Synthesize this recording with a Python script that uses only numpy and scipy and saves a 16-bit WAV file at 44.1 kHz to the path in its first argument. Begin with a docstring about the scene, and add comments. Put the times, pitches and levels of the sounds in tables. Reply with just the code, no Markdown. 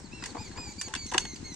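"""A dry bearing squeaks in arching strokes as a diesel pump engine is turned by hand and does not fire.
Friction drives the squeal and makes the shaft grind and hiss. Impacts excite damped resonances:
the loose iron crank clacks, and the engine knocks hollowly inside. Behind it a far single-cylinder
engine chugs as a steady pulse train over the low rumble and faint hiss of an open field."""
import sys
import numpy as np
from scipy import signal
from scipy.fft import rfft, irfft
from scipy.io import wavfile

SR = 44100
rng = np.random.default_rng(int(sys.argv[2]) if len(sys.argv) > 2 else 0)


def wrap_up_sound(samples):
    """Save the sound to the file named by the first command line argument, as 16-bit audio."""
    columns = np.atleast_2d(samples).T
    # keep every value between -1 and 1, then stretch to whole-number steps
    tamed = np.clip(columns, -1, 1)
    steps = np.round(tamed * 32767).astype(np.int16)
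    wavfile.write(sys.argv[1], SR, steps)


N = 68355

# Bearing strokes: start_s, rise_s, fall_s, start_hz, crest_hz, end_hz,
# partial1_db, partial2_db, partial3_db, interharmonic_db (at 1.5 times the pitch), roughness_ratio
SQUEAKS = [(-.03, 0.035, 0.068, 2700, 2780, 2410, -90, -64, -61.5, -94, 0.01),
           (0.036, 0.011, 0.04, 2320, 2260, 1940, -82, -54.5, -80, -85, 0.0086),
           (0.109, 0.043, 0.1, 2290, 2735, 2525, -53, -59.5, -65, -58.5, 0.0013),
           (0.214, 0.011, .068, 2480, 2510, 2146, -63, -50, -53.5, -80, 0.012),
           (0.281, .008, .04, 2254, 2266, 1900, -70, -50.5, -58, -80, .02),
           (0.37, 0.042, 0.084, 2130, 2475, 2090, -55.5, -50.5, -54, -63, .012),
           (0.503, 0.013, 0.036, 2180, 2160, 2100, -78, -53.5, -65, -80, 0.011),
           (.558, 0.037, 0.14, 2125, 2488, 2232, -53, -48, -50.5, -80, 0.0033),
           (.776, 0.027, 0.087, 2150, 2399, 2210, -55, -43, -48, -72, 0.0077),
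           (.957, 0.022, 0.14, 2206, 2308, 2030, -56.5, -46, -48.5, -74, 0.0048),
           (1.194, 0.014, 0.15, 2220, 2223, 2040, -55, -47.5, -48, -90, 0.0017),
           (1.343, 0.0039, 0.038, 2530, 2490, 1990, -62, -50.5, -52.5, -82, 0.026),
           (1.434, 0.024, 0.097, 2022, 2177, 1976, -56.5, -49, -50, -92, 0.0028)]
# Change of partials 1-3 over a stroke: change_db
PARTIAL_FADE_DB = [-6.5, -11.5, 0.5]
# Partials 4-7 relative to partial3_db: gain_db
OVERTONE_DB = [-27, -24, -33.5, -31]

# Crank impacts: start_s, level_db, contact_s, bass_db, treble_db, tail_db
CLACKS = [(0.224, -42.5, 0.0026, 15, -6, -6), (.238, -37.5, 0.0027, 4, -1.5, -4),
          (.258, -37.5, 0.0048, 4, 9, -6), (0.514, -49, 0.002, 7.5, -5, -7),
          (.574, -47.5, .004, 9, -19, -3.5), (.812, -33, 0.0073, 3.5, 8, -5.5),
          (0.881, -47.5, 0.0048, 2, 0.5, -2), (.938, -28, 0.0033, 10, 1.5, -16),
          (0.95, -33, .006, 1, -1, -6), (0.96, -36, 0.0042, -9, -5.5, -13),
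          (1.064, -39, 0.0015, -8, 9, -7.5), (1.115, -42.5, 0.012, 1.5, 2.5, -2),
          (1.136, -34.5, 0.007, 7, 5, -10), (1.144, -28, 0.0036, 7.5, -4, -7.5),
          (1.1792, -16, 0.0038, -4, -3.5, -18), (1.196, -41.5, 0.017, -9, 14, -3),
          (1.252, -37.5, 0.0037, -1, -6.5, -12), (1.359, -47.5, 0.0039, -6, 0.5, -6.5),
          (1.541, -48, 0.0043, -8, 15, -14)]
# Resonances of the iron crank: centre_hz, bandwidth_hz, gain_db
CRANK_MODES = [(1090, 150, -2), (1707, 273, 1.5), (1953, 380, 0.5), (2750, 394, 4.5), (3423, 320, -1.5),
               (4300, 300, -1.5), (5434, 310, -1), (6200, 143, 2.5), (6920, 350, -7), (7540, 270, -4.5),
               (8300, 99, -19), (9870, 200, -15)]
# Stereo width of the clacks: frequency_hz, side_ratio
CLACK_SPREAD = [(900, 0.44), (2000, .45), (5000, 0.93)]
# Balance of the clacks: frequency_hz, left_minus_right_db
CLACK_PAN = [(900, 1.5), (2000, 2.5), (5000, -3)]

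# Impacts inside the engine: start_s, level_db, contact_s, tail_db
KNOCKS = [(0.348, -35.5, 0.0077, -16), (.367, -38.5, 0.0043, -6), (0.574, -48, 0.0042, -17),
          (0.58, -45, 0.0074, -3), (0.878, -44.5, 0.0045, -11), (0.954, -44.5, 0.0029, -10.5),
          (1.119, -37, .007, -2), (1.144, -33.5, 0.013, -1), (1.184, -47, 0.0028, -18),
          (1.249, -41, 0.0036, -26)]
# Resonances of the crankcase: centre_hz, bandwidth_hz, gain_db
CASE_MODES = [(350, 120, -1.5), (475, 41, -5), (758, 102, 1), (864, 59, 5), (956, 30, 3), (1200, 200, -49)]
# Brief hollow tones after the knocks: centre_s, pitch_hz, level_db, half_width_s
HOOTS = [(.403, 868, -44, 0.012), (.672, 833, -48.5, 0.0071), (.71, 847, -51.5, 0.0089),
         (.907, 869, -48.5, 0.015)]

# Envelope of the shaft's grinding: time_s, level_db
GRIND_LEVEL = [(0, -56.5), (.17, -61.5), (.24, -48), (.32, -54), (.46, -59), (0.601, -50.5), (.75, -61.5),
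               (.9, -54), (1.03, -70), (1.2, -52), (1.3, -81), (1.55, -57.5)]
# Resonances of the castings: centre_hz, bandwidth_hz, gain_db
CASTING_MODES = [(193, 26, 1.5), (380, 118, -1), (504, 57, -7.5), (794, 134, -4.5), (953, 32, -2),
                 (1480, 250, -13), (2160, 900, -26.5)]
# Envelope of the shaft's dry hiss: time_s, level_db
HISS_LEVEL = [(0, -60), (.09, -61.5), (.2, -59), (.27, -49.5), (.35, -55), (.55, -55), (.72, -53),
              (.9, -53), (1.1, -54), (1.22, -50.5), (1.289, -60), (1.37, -54), (1.479, -60), (1.55, -52)]
# Spectrum of that hiss: frequency_hz, gain_db
HISS_SPECTRUM = [(1000, -15.5), (2500, -4.5), (3200, -6.5), (4400, 2.5), (5300, -3.5), (6500, 1.5),
                 (7800, 0.5), (9000, -10), (10500, -22), (15000, -6)]

# Pulses of one far firing, the second being the boom: offset_s, pitch_hz, level_db, half_width_s
CHUG_PULSES = [(-.026, 307, -45.5, 0.0015), (-.0155, 88, -42.5, 0.0077), (0, 248, -35, 0.002),
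               (.009, 174.4, -45.5, 0.0043)]
# Further gain on the boom: time_s, gain_db
BOOM_GAIN = [(0, -2), (.2, -5), (.31, 1.5), (.4, 7), (.5, 0), (.6, 5), (.8, 0), (1.05, 4.5), (1.3, -5),
             (1.55, 1)]

# Spectrum of the open air: frequency_hz, gain_db
AIR_SPECTRUM = [(25, -3.5), (45, -2.5), (70, 0.5), (110, -4.5), (160, -1.5), (230, -5.5), (370, -9),
                (480, -19.5), (640, -21.5), (930, -18.5), (1300, -24.5), (2000, -22), (3200, -28.5),
                (4400, -27.5), (7500, -26), (9000, -35.5), (11000, -63), (15500, -76)]
# Balance of the air: frequency_hz, left_minus_right_db
AIR_PAN = [(100, 4.5), (500, 4), (1500, 3), (5000, -3)]
# Stereo width of the air: frequency_hz, side_ratio
AIR_SPREAD = [(100, 0.3), (700, 0.9), (2000, 1), (6000, 1)]

BEARING_PAN_DB, CASE_PAN_DB, CASE_SPREAD = -2.5, 3.5, 0.32


def bearing(attack_s=0.025, release_s=0.014, wobble=0.00316, rasp=0.048, shimmer_db=2.5):
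    """Dry friction sustains a harmonic squeal that sags as the shaft slows and breaks into a scrape."""
    t, out = times(), 0
    for start, rise, fall, start_hz, crest_hz, end_hz, db1, db2, db3, inter_db, rough in SQUEAKS:
        age = t - start
        progress = np.clip(age / (rise + fall), 0, 1)
        hz = crest_hz + (start_hz - crest_hz) * np.clip(1 - age / rise, 0, 1) ** 2
        hz += (end_hz - crest_hz) * np.clip((age - rise) / fall, 0, 1) ** 1.35
        roughness = rough + rasp * progress ** 2.5
        hz *= 1 + wobble * wander(66.7) + roughness * wander(560)
        lag_s = np.array([[0], [25e-6]]) * (1 + wander(12) / 4)  # the left channel trails the right
        phase = 2 * np.pi * (np.cumsum(hz) / SR + hz * lag_s)
        envelope = np.clip(age / attack_s, 0, 1) * np.clip((rise + fall - age) / release_s, 0, 1)
        levels = [db + fade * (progress - .5) for db, fade in zip((db1, db2, db3), PARTIAL_FADE_DB)]
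        levels += [db3 + db for db in OVERTONE_DB]
        harmonics = sum(undb(db + shimmer_db * wander(90)) * np.sin(k * phase)
                        for k, db in enumerate(levels, 1))
        interharmonic = undb(inter_db) * np.sin(1.5 * phase)
        out += np.sqrt(2) * envelope * (harmonics + interharmonic)
    return out * pan(BEARING_PAN_DB)


def crank(ping_s=1.182, ping_hz=6225, ping_db=-27.5, ping_t60_s=0.11):
    """Impact excitation: the loose handle strikes its seat, and the hardest clack leaves it ringing."""
    f, clacks = freqs(), 0
    high_pass = (1j * f / 700 / (1 + 1j * f / 700)) ** 2
    ring = resonances(CRANK_MODES) * high_pass / (1 + (f / 9600) ** 14)
    for start, db, contact, bass_db, treble_db, tail_db in CLACKS:
        colour = undb(over_frequency([(1700, bass_db), (2900, 0), (3700, 0), (6000, treble_db)]))
        response = ring * colour * pan(over_frequency(CLACK_PAN))
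        clacks += undb(db) * impact(start, contact, tail_db, over_frequency(CLACK_SPREAD), response,
                                    attack_s=0.00051, decay_s=0.0014, tail_s=0.024)
    age = np.maximum(times() - ping_s, 0)
    ping = undb(ping_db - 60 * age / ping_t60_s) * np.sin(2 * np.pi * ping_hz * age)
    treble_pan_db = CLACK_PAN[-1][1]
    return clacks + ping * pan(treble_pan_db)


def crankcase():
    """Damped resonance makes the knocks hollow; brief tones and one dull thud sound among them."""
    ring = resonances(CASE_MODES) / (1 + 1j * freqs() / 1800) ** 2
    knocks = sum(undb(db) * impact(start, contact, tail_db, CASE_SPREAD, ring,
                                   attack_s=0.001, decay_s=0.0035, tail_s=0.031)
                 for start, db, contact, tail_db in KNOCKS)
    hoots = sum(tone_burst(*row) for row in HOOTS) * undb(1.82 * wander(75))
    thud = tone_burst(centre_s=1.1515, pitch_hz=345, level_db=-24, half_width_s=0.0038)
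    return (knocks + hoots + thud) * pan(CASE_PAN_DB)


def shaft():
    """Friction noise: the shaft grinds through the resonant castings and hisses where it rubs dry."""
    castings = resonances(CASTING_MODES) / (1 + (freqs() / 3000) ** 4)
    grind = unit_rms(filtered(stereo_noise(CASE_SPREAD), castings))
    hiss = unit_rms(filtered(stereo_noise(1.0), undb(over_frequency(HISS_SPECTRUM)) * hiss_rolloff()))
    hiss *= undb(over_time(HISS_LEVEL) + 1.55 * wander(74))
    grind *= undb(over_time(GRIND_LEVEL) + 2 * wander(75))
    return grind * pan(CASE_PAN_DB) + hiss * pan(BEARING_PAN_DB)


def far_engine(first_s=0.0446, period_s=0.09232, jitter_s=0.00073, scatter_db=0.23):
    """Periodic firing makes a pulse train of soft booms and pops; the boom swells and fades."""
    out, boom_gain = 0, undb(over_time(BOOM_GAIN))
    for firing in np.arange(first_s, N / SR, period_s):
        for k, (offset, hz, db, half_width) in enumerate(CHUG_PULSES):
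            size, detune, late = rng.standard_normal(3)
            centre = firing + offset + jitter_s * late
            pulse = tone_burst(centre, hz * (1 + .04 * detune), db + scatter_db * size, half_width)
            out += pulse * (boom_gain if k == 1 else 1)
    return out * pan(6)


def open_air(level_db=-48, drift_db=2.25):
    """Broadband ambient noise: low rumble and faint leaf hiss drift together in level."""
    response = undb(over_frequency(AIR_SPECTRUM)) * hiss_rolloff() * pan(over_frequency(AIR_PAN))
    air = filtered(stereo_noise(over_frequency(AIR_SPREAD)), response)
    return unit_rms(air) * undb(level_db + drift_db * wander(4.3))


def impact(start_s, contact_s, tail_db, spread, response, attack_s, decay_s, tail_s):
    """Source and filter: the noise of a chattering contact and its scattered tail rings a body."""
    age = np.maximum(times() - start_s, 0)
    contact = np.exp(-np.maximum(age - contact_s, 0) / decay_s)
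    tail = undb(tail_db) * np.exp(-age / tail_s)
    envelope = np.minimum(age / attack_s, 1) * (contact + tail)
    ringing = filtered(envelope * stereo_noise(spread), response)
    return unit_rms(ringing) * np.sqrt(np.mean(envelope ** 2))


def tone_burst(centre_s, pitch_hz, level_db, half_width_s, skew=0.34):
    """A skewed Gaussian envelope makes a tone swell faster than it dies."""
    age = times() - centre_s
    width = half_width_s * (1 + skew * np.sign(age))
    return undb(level_db) * np.exp(-.5 * (age / width) ** 2) * np.cos(2 * np.pi * pitch_hz * age)


def resonances(modes):
    """Modal superposition: a body's response is a sum of damped resonances."""
    f = freqs()
    return sum(undb(db) / (1 + 1j * hz / width * (f / hz - hz / f)) for hz, width, db in modes)


def hiss_rolloff(cutoff_hz=9300):
    """An eighth-order Butterworth magnitude response bounds the hiss band."""
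    return 1 / np.sqrt(1 + (freqs() / cutoff_hz) ** 16)


def stereo_noise(spread):
    """Mid-side mixing: the side signal decorrelates two channels of white noise."""
    mid, side = rng.standard_normal((2, N))
    return mid + filtered(side, spread) * np.array([[1], [-1]])


def wander(cutoff_hz):
    """Low-passed noise gives a smooth random modulation of rms 1."""
    return unit_rms(filtered(rng.standard_normal(N), 1 / (1 + (freqs() / cutoff_hz) ** 4)))


def filtered(x, response):
    """Linear filtering multiplies the spectrum by a frequency response."""
    return irfft(rfft(x) * response, N)


def pan(db):
    """Left and right gains from a level difference; positive is left."""
    return undb(np.array([[.5], [-.5]]) * db)


def over_frequency(points):
    """Interpolation of (frequency_hz, value) points on a logarithmic axis."""
    hz, value = np.array(points, float).T
    return np.interp(np.log(freqs()), np.log(hz), value)


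def over_time(points):
    """Linear interpolation of (time_s, value) points."""
    return np.interp(times(), *np.array(points).T)


def undb(db):
    """Amplitude ratio from decibels."""
    return 10 ** (np.asarray(db) / 20)


def unit_rms(x):
    """Normalisation to rms 1."""
    return x / np.sqrt(np.mean(x ** 2) + 1e-20)


def times():
    """Sample times in seconds."""
    return np.arange(N) / SR


def freqs():
    """Bin frequencies, at least 1 Hz."""
    return np.maximum(np.arange(N // 2 + 1) * SR / N, 1)


def scene():
    """Superposition: the pressures of all sources add."""
    return bearing() + crank() + crankcase() + shaft() + far_engine() + open_air()


def record(dry, cutoff_hz=15800):
    """An elliptic low-pass filter removes the highest treble."""
    return signal.sosfilt(signal.ellip(8, .2, 70, cutoff_hz, fs=SR, output="sos"), dry)


dry = scene()
out = record(dry)
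wrap_up_sound(out)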